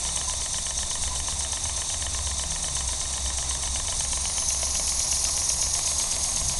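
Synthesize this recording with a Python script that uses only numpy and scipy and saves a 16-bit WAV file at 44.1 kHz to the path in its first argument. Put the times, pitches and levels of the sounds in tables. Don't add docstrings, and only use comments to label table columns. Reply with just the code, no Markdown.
import sys
import numpy as np
from scipy import signal
from scipy.fft import rfft, irfft, next_fast_len
from scipy.io import wavfile
from scipy.ndimage import uniform_filter1d

SR = 44100
rng = np.random.default_rng(int(sys.argv[2]) if len(sys.argv) > 2 else 0)


def generate_wav(signal):
    frames = np.transpose(np.atleast_2d(signal))
    scaled = np.clip(frames, -1, 1) * 32767
    pcm = np.round(scaled).astype(np.int16)
    wavfile.write(sys.argv[1], SR, pcm)


def volts(x):
    e = np.asarray(x, float) / 20
    return 10 ** e


N = 290619


def rms_one(x):
    return x / np.sqrt(np.mean(x ** 2) + 1e-20)


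def in_time(rows):
    s, *columns = np.transpose(rows)
    return [np.interp(np.arange(N) / SR, s, c) for c in columns]


def drift(rate):
    r = np.exp(-40 * np.pi * rate / SR)
    slow = signal.lfilter([1], [1, -2 * r, r * r], rng.standard_normal(N // 20 + 2002))[2000:]
    return np.interp(np.arange(N) / 20, np.arange(len(slow)), rms_one(slow))


def white_spectra(count):
    return rfft(rng.standard_normal((count, 2 * next_fast_len(N // 2 + 1))))


def coloured(white, points, low_hz=0, high_hz=30000):
    hz = np.maximum(np.linspace(0, SR / 2, len(white)), 1)
    table = np.array(points)
    gain = volts(np.interp(np.log(hz), np.log(table[:, 0]), table[:, 1]))
    edges = np.clip(np.minimum(hz - low_hz, high_hz - hz) / 120 + .5, 0, 1)
    return rms_one(irfft(white * gain * np.sqrt(edges))[:N])


def resonance(x, hz, width):
    r = np.exp(-np.pi * width / SR)
    top = np.array([1, 0, -1]) * (1 - r * r) / 2
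    return signal.lfilter(top, [1, -2 * r * np.cos(2 * np.pi * hz / SR), r * r], x)


def twice_resonant(x, hz, width):
    return resonance(resonance(x, hz, width), hz, width)


def ring(clicks, hz, t60):
    r, w = volts(-60 / (t60 * SR)), 2 * np.pi * hz / SR
    return signal.lfilter([0, np.sin(w)], [1, -2 * r * np.cos(w), r * r], clicks + 1e-18)


def ridge(rows, half_width_hz):
    hz, ridge_db = in_time(rows)
    low_pass = signal.butter(2, half_width_hz, fs=SR, output="sos")
    band = signal.sosfilt(low_pass, rng.standard_normal((2, N)))
    phase = 2 * np.pi * np.cumsum(hz) / SR
    flutter_db = 1.2 * drift(17)
    return volts(ridge_db + flutter_db) * rms_one(band[0] * np.cos(phase) + band[1] * np.sin(phase))


def workshop(x):
    t = np.arange(int(.15 * SR)) / SR
    tail = rng.standard_normal(len(t)) * volts(-60 * t / 0.16) * (t > .003)
    return signal.fftconvolve(x, tail / np.sqrt(np.sum(tail ** 2)))[:N]


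# [t/s, f/Hz, level/dB, half length/s]
SWELLS = [(0.124, 169.8, -48, 0.15), (.6, 163.3, -54, .15), (1.3, 137, -55, 0.1), (1.4, 82.8, -47, 0.26),
          (2.2, 82.1, -40.5, .3), (2.55, 164.8, -48.5, 0.11), (3.4, 132.1, -51.5, 0.42),
          (4.703, 172, -53, 0.14), (5.251, 78.3, -47, .12), (5.949, 76.3, -46, 0.14),
          (6.056, 134, -56, .15), (6.308, 233, -53.5, 0.16), (6.469, 133.8, -44, 0.085)]


def singing():
    t, out = np.arange(N) / SR, np.zeros(N)
    for s, hz, db, half in SWELLS:
        out += np.sqrt(2) * volts(db) * np.exp(-((t - s) / half) ** 2) * np.sin(2 * np.pi * hz * t)
    return out


# [t/s, f/Hz, level/dB]
DRONE = [(0, 64.9, -38.5), (.4, 64.5, -35.5), (.71, 63.3, -37.5), (1.17, 66.3, -32.5), (1.5, 68, -38),
         (1.69, 68.74, -35.5), (1.85, 64.65, -41), (2.18, 65.2, -33.5), (2.83, 65, -33),
         (3.19, 64.2, -34.5), (3.52, 63.13, -32), (4.16, 65.13, -33), (4.68, 62.74, -35.5),
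         (5.16, 63.3, -39.5), (5.56, 63.6, -32.5), (5.91, 69.34, -38.5), (6.22, 68.6, -30.5),
         (6.59, 73.2, -26)]
# [t/s, half length/s, depth/dB]
FALTERS = [(0.567, 0.081, 34), (0.967, 0.085, 15), (1.28, 0.024, 28), (1.608, 0.02, 14), (2.66, 0.097, 16),
           (3.861, 0.08, 10), (4.423, 0.11, 7.5), (4.746, 0.08, 1), (5.413, 0.065, 15), (5.626, 0.026, 10),
           (5.82, 0.039, 15), (6.059, 0.071, 20), (6.174, 0.02, 11), (6.268, 0.04, 12), (6.41, 0.049, 16),
           (6.556, 0.069, 21)]


def flue_drone():
    hz, drone_db = in_time(DRONE)
    for s, half, depth_db in FALTERS:
        drone_db = drone_db - depth_db * np.exp(-((np.arange(N) / SR - s) / half) ** 2)
    level = np.sqrt(2) * volts(drone_db - 3.8 + 2.4 * drift(12))
    return level * np.sin(2 * np.pi * np.cumsum(hz + 1.8 * drift(12)) / SR)


# [t/s, level/dB]
FLAME = [(0, -41), (.3, -42.5), (.9, -43), (1.36, -41.5), (2, -42.5), (2.5, -42), (3.7, -42), (5.85, -41),
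         (6.08, -39.5), (6.59, -42)]
# [f/Hz, level/dB per Hz]
ROAR = [(120, -19), (200, -3.5), (398, -8), (514, -8.5), (623, -0.5), (833, -1), (1040, 0), (1180, -6.5),
        (1510, -14.5), (1850, -8), (2690, -8.5), (3000, -8.5), (3270, -13), (3600, -16.5), (4680, -5.5),
        (7920, -120)]
# [f/Hz, level/dB per Hz]
RUMBLE = [(5, -34), (12, -3.5), (22, -6.5), (30, -2.5), (50, -14), (100, -16), (150, -20.5), (200, -30),
          (300, -38.5), (500, -99)]
# [f/Hz, width/Hz, level/dB]
HUMS = [(67.95, 7.7, -47), (82.2, 8.7, -50), (137, 23.4, -51.5), (167.9, 18, -56), (234.7, 30, -63.5)]
# [f/Hz, width/Hz, depth/0-1]
NULLS = [(55, 5, .25), (152.3, 9.1, .8), (109, 10, 0.22)]


def burner():
    draught_db = in_time(DRONE)[1]
    draught_db = draught_db - draught_db.mean()
    for_roar, for_rumble = white_spectra(2)
    roar = volts(in_time(FLAME)[0] + 0.8 * drift(29)) * coloured(for_roar, ROAR)
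    rumble_db = -39.8 + .3 * draught_db + 1.8 * drift(4.1)
    low = roar + volts(rumble_db) * coloured(for_rumble, RUMBLE, low_hz=-60)
    white = rng.standard_normal(N)
    for hz, width, db in HUMS:
        hum_db = db + 0.47 * draught_db + 1.4 * drift(2.0)
        low = low + volts(hum_db) * rms_one(twice_resonant(white, hz, width))
    for null_hz, width, depth in NULLS:
        low = low - np.clip(depth, 0, 1) * resonance(low, null_hz, width)
    return low + flue_drone() + singing()


# [t/s, level/dB]
GLAND = [
    (0, -53),
    (1.5, -48.5),
    (3.5, -50.5),
    (4.2, -61),
    (6.59, -58),
]


def gland():
    return ridge([(s, 3702, db) for s, db in GLAND], half_width_hz=92)


# [t/s, f/Hz, level/dB]
SWEEP = [(4.1, 9200, -60), (4.22, 9350, -41), (4.33, 9620, -37), (4.45, 9950, -38), (4.6, 10430, -42),
         (4.85, 10300, -43), (5.0, 10100, -41), (5.4, 10460, -55)]
# [t/s, f/Hz, level/dB]
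SINKING = [(3.9, 6800, -60), (4.03, 6650, -38), (4.25, 6450, -42), (4.4, 6250, -33), (4.55, 6180, -37),
           (4.7, 6100, -37), (4.9, 5950, -58)]
# [t/s, f/Hz, level/dB]
STAYING = [(4.6, 6570, -60), (4.8, 6620, -41), (5.3, 6550, -42), (5.9, 6550, -38), (6.3, 6470, -36),
           (6.59, 6340, -41)]
# [t/s, f/Hz, level/dB]
SLIDING_HIGH = [(3.88, 9200, -60), (3.98, 9120, -41), (4.15, 8950, -38), (4.27, 8700, -39),
                (4.4, 8500, -58)]
SLIDING_LOW = [(3.85, 6150, -58), (3.97, 6000, -43), (4.15, 5800, -42), (4.3, 5720, -42), (4.42, 5700, -58)]


def passing_ridges():
    out = ridge(SWEEP, half_width_hz=140) + ridge(SINKING, half_width_hz=89)
    for rows in (STAYING, SLIDING_HIGH, SLIDING_LOW):
        out = out + ridge(rows, half_width_hz=110)
    return out


# [turn number, t/s at which the valve rod reverses]
CRANK = [
    (0, .0917),
    (25, 3.1799),
    (52, 6.5399),
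]
# [t/ms from first knock, dull level/dB, bright level/dB]
STROKE = [(-31.5, -2.5, -0.5), (-11.5, -3, -3), (-14, 2.5, 4), (2.5, -1.5, 0.5), (19, 1, 1),
          (39.5, -3.5, 1.5), (48, -3.5, -2), (72, -3.5, -0.5), (92, 0.5, -0.5)]
# [f/Hz, level/dB per Hz]
LOW_FAR = [(2600, -47.0), (3270, -17.0), (3490, -9.0), (3700, -5.0), (4090, -11.0), (4260, -8.0),
           (5000, -12.0), (5340, -10.0), (5640, -3.0), (5860, -4.0), (6330, 0.0), (6800, -8.0),
           (6980, -9.0), (7320, -6.0)]
HIGH_FAR = [(7190, -4.0), (7410, -2.0), (7800, -5.0), (7920, -2.0), (8910, -3.0), (9040, 0.0), (9220, -1.0),
            (9470, -9.0), (10120, -8.0), (10510, -14.0), (11110, -9.0), (11540, -10.0), (12060, -6.0),
            (12360, -9.0)]
LOW_PASSING = [(2600, -47.0), (3270, -17.0), (3660, -14.0), (3830, -9.0), (4610, -13.0), (5340, -9.0),
               (5810, -4.0), (5940, -6.0), (6330, 0.0), (6500, -2.0), (6630, -6.0), (6800, -5.0),
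               (7060, -7.0), (7320, -11.0)]
HIGH_PASSING = [(7190, -5.0), (7320, -7.0), (8230, -6.0), (8270, -5.0), (8830, -1.0), (9170, -3.0),
                (9260, -1.0), (9470, 0.0), (10030, -3.0), (10420, -11.0), (10680, -12.0), (11630, -8.0),
                (12270, 0.0), (12360, -1.0)]
LOW_BESIDE = [(2600, -51.0), (3270, -21.0), (3660, -14.0), (4350, -10.0), (4570, -12.0), (5120, -7.0),
              (5560, -7.0), (5860, -1.0), (6290, -6.0), (6500, 0.0), (6680, -2.0), (6930, -8.0),
              (7150, -7.0), (7320, -11.0)]
HIGH_BESIDE = [(7190, -1.0), (7360, -6.0), (7580, -7.0), (7750, -5.0), (8660, -2.0), (9040, -4.0),
               (9260, -1.0), (9470, -2.0), (10160, -2.0), (10380, -4.0), (11540, 0.0), (11630, -2.0),
               (12320, 0.0), (12360, -1.0)]
LOW_BEHIND = [(2600, -48.0), (3270, -18.0), (3490, -14.0), (3880, -11.0), (3960, -12.0), (4780, -11.0),
              (5000, -8.0), (5340, -12.0), (5680, -5.0), (5990, -9.0), (6370, -1.0), (6500, 0.0),
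              (7020, -10.0), (7320, -12.0)]
HIGH_BEHIND = [(7190, -6.0), (8530, -1.0), (8740, -4.0), (8960, 0.0), (9300, -6.0), (9600, -2.0),
               (10080, -10.0), (10340, -4.0), (10640, -4.0), (10810, -9.0), (11070, -8.0), (11630, -1.0),
               (11970, -9.0), (12360, -3.0)]


def leak(place, levels_db):
    turns, reversals = np.transpose(CRANK)
    knock_s = np.interp(np.arange(turns[-1] + 1), turns, reversals) - .0421
    now = np.arange(N) / SR
    turn = np.clip(np.searchsorted(knock_s - .04, now) - 1, 0, len(knock_s) - 1)
    since_ms = (now - knock_s[turn]) * 1000
    ms, dull_db, bright_db = np.transpose(STROKE)
    pulse_db = [np.interp(since_ms, ms, db) for db in (dull_db, bright_db, bright_db)]
    sputter_db = .5 * drift(40) + .3 * drift(150)
    white = white_spectra(4)
    shares = [np.sqrt(np.clip(1 - abs(place - k), 0, 1)) for k in range(4)]
    lower = (LOW_FAR, LOW_PASSING, LOW_BESIDE, LOW_BEHIND)
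    upper = (HIGH_FAR, HIGH_PASSING, HIGH_BESIDE, HIGH_BEHIND)
    slices = [(lower, 0, 5300), (lower, 5300, 7250), (upper, 7250, 30000)]
    out = 0
    for (spectra, low_hz, high_hz), level_db, stroke_db in zip(slices, levels_db, pulse_db):
        jet = 0
        for share, noise, points in zip(shares, white, spectra):
            jet = jet + share * coloured(noise, points, low_hz, high_hz)
        out = out + volts(level_db + stroke_db + sputter_db + .8 * drift(45)) * jet
    return out


# [t/s at its height, level/dB]
PUFFS = [(0.0389, -25), (0.1633, -19.5), (0.286, -21.5), (0.4101, -28), (0.5318, -23.5), (0.6588, -23),
         (0.7804, -20.5), (0.9045, -21.5), (1.0271, -20.5), (1.1538, -30), (1.2765, -20), (1.3978, -19.5),
         (1.523, -20.5), (1.644, -17.5), (1.7685, -22), (1.8926, -21.5), (2.0149, -23), (2.1389, -24),
         (2.2624, -23), (2.3866, -22), (2.5096, -20.5), (2.6312, -21.5), (2.7552, -19), (2.8803, -19),
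         (3.006, -21), (3.1309, -25), (3.2483, -25), (3.377, -20.5), (3.499, -17.5), (3.6223, -30),
         (3.749, -21.5), (3.8723, -22.8), (3.9992, -20), (4.1231, -20), (4.2466, -25), (4.375, -20.5),
         (4.4915, -15), (4.6206, -20), (4.7497, -26.8), (4.8677, -36), (4.9981, -17.5), (5.1161, -16),
         (5.2454, -15), (5.369, -20), (5.4953, -15), (5.6164, -17.5), (5.7405, -15.5), (5.8654, -16.5),
         (5.9887, -16), (6.1157, -17), (6.2397, -17), (6.3649, -19), (6.4883, -18)]
# [t/s, peak level/dB]
SPITS = [(0.0594, -18), (1.5464, -19), (1.6671, -16), (1.7149, -18), (1.8114, -20), (1.9154, -19),
         (2.6574, -20), (3.2767, -21), (3.4617, -23), (3.6694, -18), (4.2766, -16), (4.4494, -18),
         (4.5236, -7), (4.6514, -11), (4.7074, -16), (4.7724, -11), (4.9334, -14), (5.1934, -18),
         (5.3896, -18), (5.4414, -11), (5.5182, -8), (5.8875, -13), (6.0114, -13), (6.068, -22)]
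# [f/Hz, width/Hz, level/dB]
PUFF_FAR = [(5800, 230, -24), (6150, 520, 6), (8280, 420, 1.5), (9130, 200, 3.5), (10260, 330, -18),
            (11300, 990, -31)]
PUFF_NEAR = [(5200, 390, -23), (5710, 280, 11.5), (6440, 550, 12.5), (7300, 160, -12), (8900, 890, 5),
             (9700, 542, -3), (10200, 960, -1), (11600, 1000, 3)]


def valve_jet(white, peaks):
    out = np.zeros(N)
    for k, (hz, width, db) in enumerate(peaks):
        out += (-1) ** k * volts(db) * twice_resonant(white, hz, 1.5 * width)
    return rms_one(out)


def puffs(near):
    spit_lag_s, spit_loss_db, lead_s = 0.0046, 11, .0015
    s, puff_db = np.transpose(PUFFS + [(s + spit_lag_s, db - spit_loss_db) for s, db in SPITS])
    around = np.arange(-600, 900)
    ms = around / SR * 1000
    swell = np.exp(-(ms / np.where(ms < 0, 6.5, 5.5)) ** 2)
    spit = np.exp(-((ms + .7) / np.where(ms < -.7, 1.0, 1.7)) ** 2)
    wetness = np.clip((puff_db[:, None] + 18) / 11.4, .1, 1.3)
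    at = ((s - lead_s) * SR).astype(int)[:, None] + around
    gate = np.zeros(N)
    np.add.at(gate, np.clip(at, 0, N - 1), volts(puff_db - 5.5)[:, None] * (.9 * swell + 1.2 * wetness * spit))
    white = rng.standard_normal(N)
    jet = np.sqrt(1 - near) * valve_jet(white, PUFF_FAR) + np.sqrt(near) * valve_jet(white, PUFF_NEAR)
    return gate * jet / np.sqrt(uniform_filter1d(jet ** 2, size=260))


# [t/s, level/dB]
STEAM = [(0, -28.5), (.5, -29), (1.5, -29.5), (2.5, -29.5), (3, -29), (3.8, -29), (4.1, -30), (4.45, -29),
         (4.8, -26.5), (5.25, -24.5), (5.6, -26), (6, -27.5), (6.59, -28.5)]
# [microphone place, dull level/dB, middle level/dB, bright level/dB]
BALANCE_AT = [
    (0, -8.5, -5, -2),
    (1, -6.5, -3, 4),
    (2, -9, -4, 1.5),
    (3, -7, -4, 2.5),
]
# [t/s, depth/0-1]
CANCEL = [(0, 0.17), (4.9, 0), (5.15, .5), (5.45, .4), (5.65, .75), (5.85, 0.3), (6.05, 0), (6.59, 0)]


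def steam(place, near):
    steam_db, = in_time(STEAM)
    slices_db = [steam_db + np.interp(place, np.arange(4), db) for db in np.transpose(BALANCE_AT)[1:]]
    out = puffs(near) + leak(place, slices_db) + passing_ridges() + gland()
    return out - np.clip(in_time(CANCEL)[0], 0, 1) * resonance(out, 7420, 220)


# [t/s, f/Hz, level/dB, rise/s, t60/s]
BOOMS = [(.275, 1012, -27.5, 0.013, 0.15), (1.105, 1007, -27, 0.015, 0.15), (5.27, 1250, -33, .01, .1),
         (5.76, 690, -28, .01, 0.09), (3.637, 930, -32, 0.0019, .04), (3.888, 680, -29, .002, .04),
         (1.284, 935, -25, 0.00089, 0.035), (4.631, 680, -19.5, 0.0013, 0.019),
         (6.1, 759, -41, .002, 0.041), (5.793, 693, -32, 0.0022, .05)]


def board():
    out, age = np.zeros(N), np.arange(5000) / SR
    for s, hz, db, rise, t60 in BOOMS:
        at = int(s * SR)
        swell = 1 - np.exp(-age / rise)
        out[at:at + len(age)] += volts(db - 60 * age / t60) * swell * np.sin(2 * np.pi * hz * age)
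    return out


# [f/Hz, t60/s, first knock level/dB far, near, second knock level/dB far, near]
FRAME = [(660, 0.02, -16, -5, -3, 5), (980, 0.018, 0, -8, -21, -9), (1057, 0.018, -2, -5, 3, 4),
         (1290, 0.012, -11, -20, -6, -16), (1820, 0.018, -2.5, -33, -16, -18),
         (1840, 0.017, -9, -33, 3, -17), (2010, 0.008, -12, -25, -25, -4), (2190, 0.012, 0, -17, -5, -1),
         (2390, 0.008, -7, -3, -8, 0), (2760, 0.008, 0, 3.5, -22, -5), (2983, 0.014, 4, -3, 0.5, -12),
         (3030, 0.017, -3, -10, 0.5, -8), (3330, 0.007, -27, 3, -26, -8),
         (3670, 0.0099, -21, 1.5, -22, -13)]


def knocks(rows, contacts, mode_db, near, scatter_db):
    times, level_db = np.transpose(rows)
    contact_ms, each_db, scatter_ms = np.transpose(contacts)
    offsets_ms = contact_ms + scatter_ms * rng.standard_normal((len(times), len(contacts)))
    at = np.clip(((times[:, None] + offsets_ms / 1000) * SR).astype(int), 0, N - 1)
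    contact_db = level_db[:, None] + each_db - 5.5
    out = np.zeros(N)
    for (hz, t60, *_), (far_db, near_db) in zip(FRAME, mode_db):
        clicks = np.zeros(N)
        spread_db = scatter_db * rng.standard_normal(at.shape)
        np.add.at(clicks, at, -volts(contact_db + far_db + (near_db - far_db) * near[at] + spread_db))
        out += ring(clicks, hz, t60)
    crack_far_db, crack_near_db, crack_ms = -9.0, -7.0, 4.0
    clicks = np.zeros(N)
    np.add.at(clicks, at, volts(contact_db + crack_far_db + (crack_near_db - crack_far_db) * near[at]))
    burst = np.hanning(int(crack_ms * SR / 1000)) ** .5
    envelope = np.convolve(clicks, burst)[30:N + 30]
    band = signal.butter(3, [1750, 3300], "band", fs=SR, output="sos")
    return out + envelope * rms_one(signal.sosfilt(band, rng.standard_normal(N)))


# [t/s, level/dB]
BIG_END = [(0.051, -30.5), (0.1734, -27.5), (0.2973, -30), (0.419, -30.5), (0.5437, -29.5), (0.6668, -28.5),
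           (0.7893, -29.5), (0.913, -29.5), (1.0372, -28.6), (1.1601, -31.5), (1.2843, -30), (1.4075, -32),
           (1.5312, -29), (1.655, -30), (1.7767, -33.5), (1.9008, -29.5), (2.0244, -30), (2.1476, -29),
           (2.2717, -29.5), (2.3955, -29), (2.5197, -31), (2.6434, -28.5), (2.7675, -30), (2.891, -29),
           (3.0146, -32), (3.1382, -32.5), (3.2614, -31.5), (3.3857, -30), (3.5098, -30), (3.6347, -29),
           (3.7593, -28.5), (3.883, -27.5), (4.0077, -25.5), (4.1317, -23.5), (4.2558, -23.5),
           (4.3818, -24), (4.5054, -25.5), (4.6311, -26), (4.7539, -26), (4.8783, -27.5), (5.0037, -27),
           (5.1268, -27.5), (5.2519, -26), (5.3774, -28), (5.5016, -26), (5.6266, -27), (5.7512, -26.5),
           (5.8753, -28), (6.0001, -26.5), (6.1239, -30), (6.2479, -32), (6.3721, -29), (6.4973, -29)]
# [t/s, level/dB]
LOOSE_TICKS = [
    (5.288, -30),
]
# [t/s, level/dB]
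VALVE_ROD = [(0.0912, -27), (0.2147, -26), (0.3387, -27), (0.4621, -26.5), (0.5855, -26.5), (0.7091, -27.5),
             (0.8324, -28), (0.9558, -26.5), (1.0793, -27.5), (1.2024, -29.1), (1.3259, -28.5),
             (1.4494, -26.5), (1.573, -27), (1.6964, -26), (1.8204, -26.5), (1.9439, -27.5), (2.0672, -26),
             (2.191, -28), (2.3148, -28), (2.4382, -27.5), (2.5621, -26), (2.6854, -27.5), (2.8089, -27),
             (2.9329, -27), (3.056, -30), (3.18, -27.5), (3.304, -27.5), (3.4279, -28), (3.5524, -28),
             (3.6766, -27), (3.8014, -26), (3.926, -24), (4.0507, -27), (4.1749, -24), (4.2997, -26),
             (4.4241, -27.5), (4.5485, -27), (4.6731, -29), (4.7976, -26), (4.9222, -29), (5.0464, -31),
             (5.171, -29.5), (5.2953, -31.5), (5.42, -29.5), (5.5444, -31), (5.6687, -29), (5.7932, -25),
             (5.9179, -28.5), (6.0421, -27), (6.1668, -27.5), (6.2909, -32), (6.4157, -29), (6.5401, -29.5)]
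# [t/ms, level/dB, scatter/ms]
FIRST_CONTACTS = [
    (-1.6, -12, 0.3),
    (-.2, -1.5, 0.15),
    (1.6, -4, .5),
]
SECOND_CONTACTS = [
    (-1.184, -2, 0),
    (1.4, -10, .7),
]


def linkage(near):
    frame = np.array(FRAME)
    first = knocks(BIG_END + LOOSE_TICKS, FIRST_CONTACTS, frame[:, 2:4], near, scatter_db=1.3)
    second = knocks(VALVE_ROD, SECOND_CONTACTS, frame[:, 4:6], near, scatter_db=1.1)
    return signal.sosfilt(signal.butter(4, 520, "high", fs=SR, output="sos"), first + second)


# [t/s, place: 0 far, 1 passing, 2 beside, 3 behind the cylinder]
PLACE = [(0, 0), (3.75, 0), (4.3, 1), (4.5, 1.5), (4.95, 2), (5.7, 2), (6.1, 4.5), (6.59, 3)]


def scene():
    place = np.clip(in_time(PLACE)[0], 0, 3)
    near = np.minimum(place / 2, 1)
    metal = linkage(near) + board()
    return (burner() + steam(place, near) + metal + volts(-13.5) * workshop(metal))[None]


def top_cut(x):
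    return signal.sosfilt(signal.butter(12, 12710, fs=SR, output="sos"), x)


# [f/Hz, level/dB]
MICROPHONE = [(10500, 0), (10750, -3), (11040, -15), (11340, -11), (11950, -22), (12380, -37), (12430, -54),
              (12700, -56)]


def record(dry):
    size = next_fast_len(N)
    colour = volts(np.interp(np.fft.rfftfreq(size, 1 / SR), *np.transpose(MICROPHONE)))
    mix = irfft(rfft(dry, size) * colour, size)[:, :N]
    return top_cut(mix)


dry = scene()
out = record(dry)
generate_wav(out)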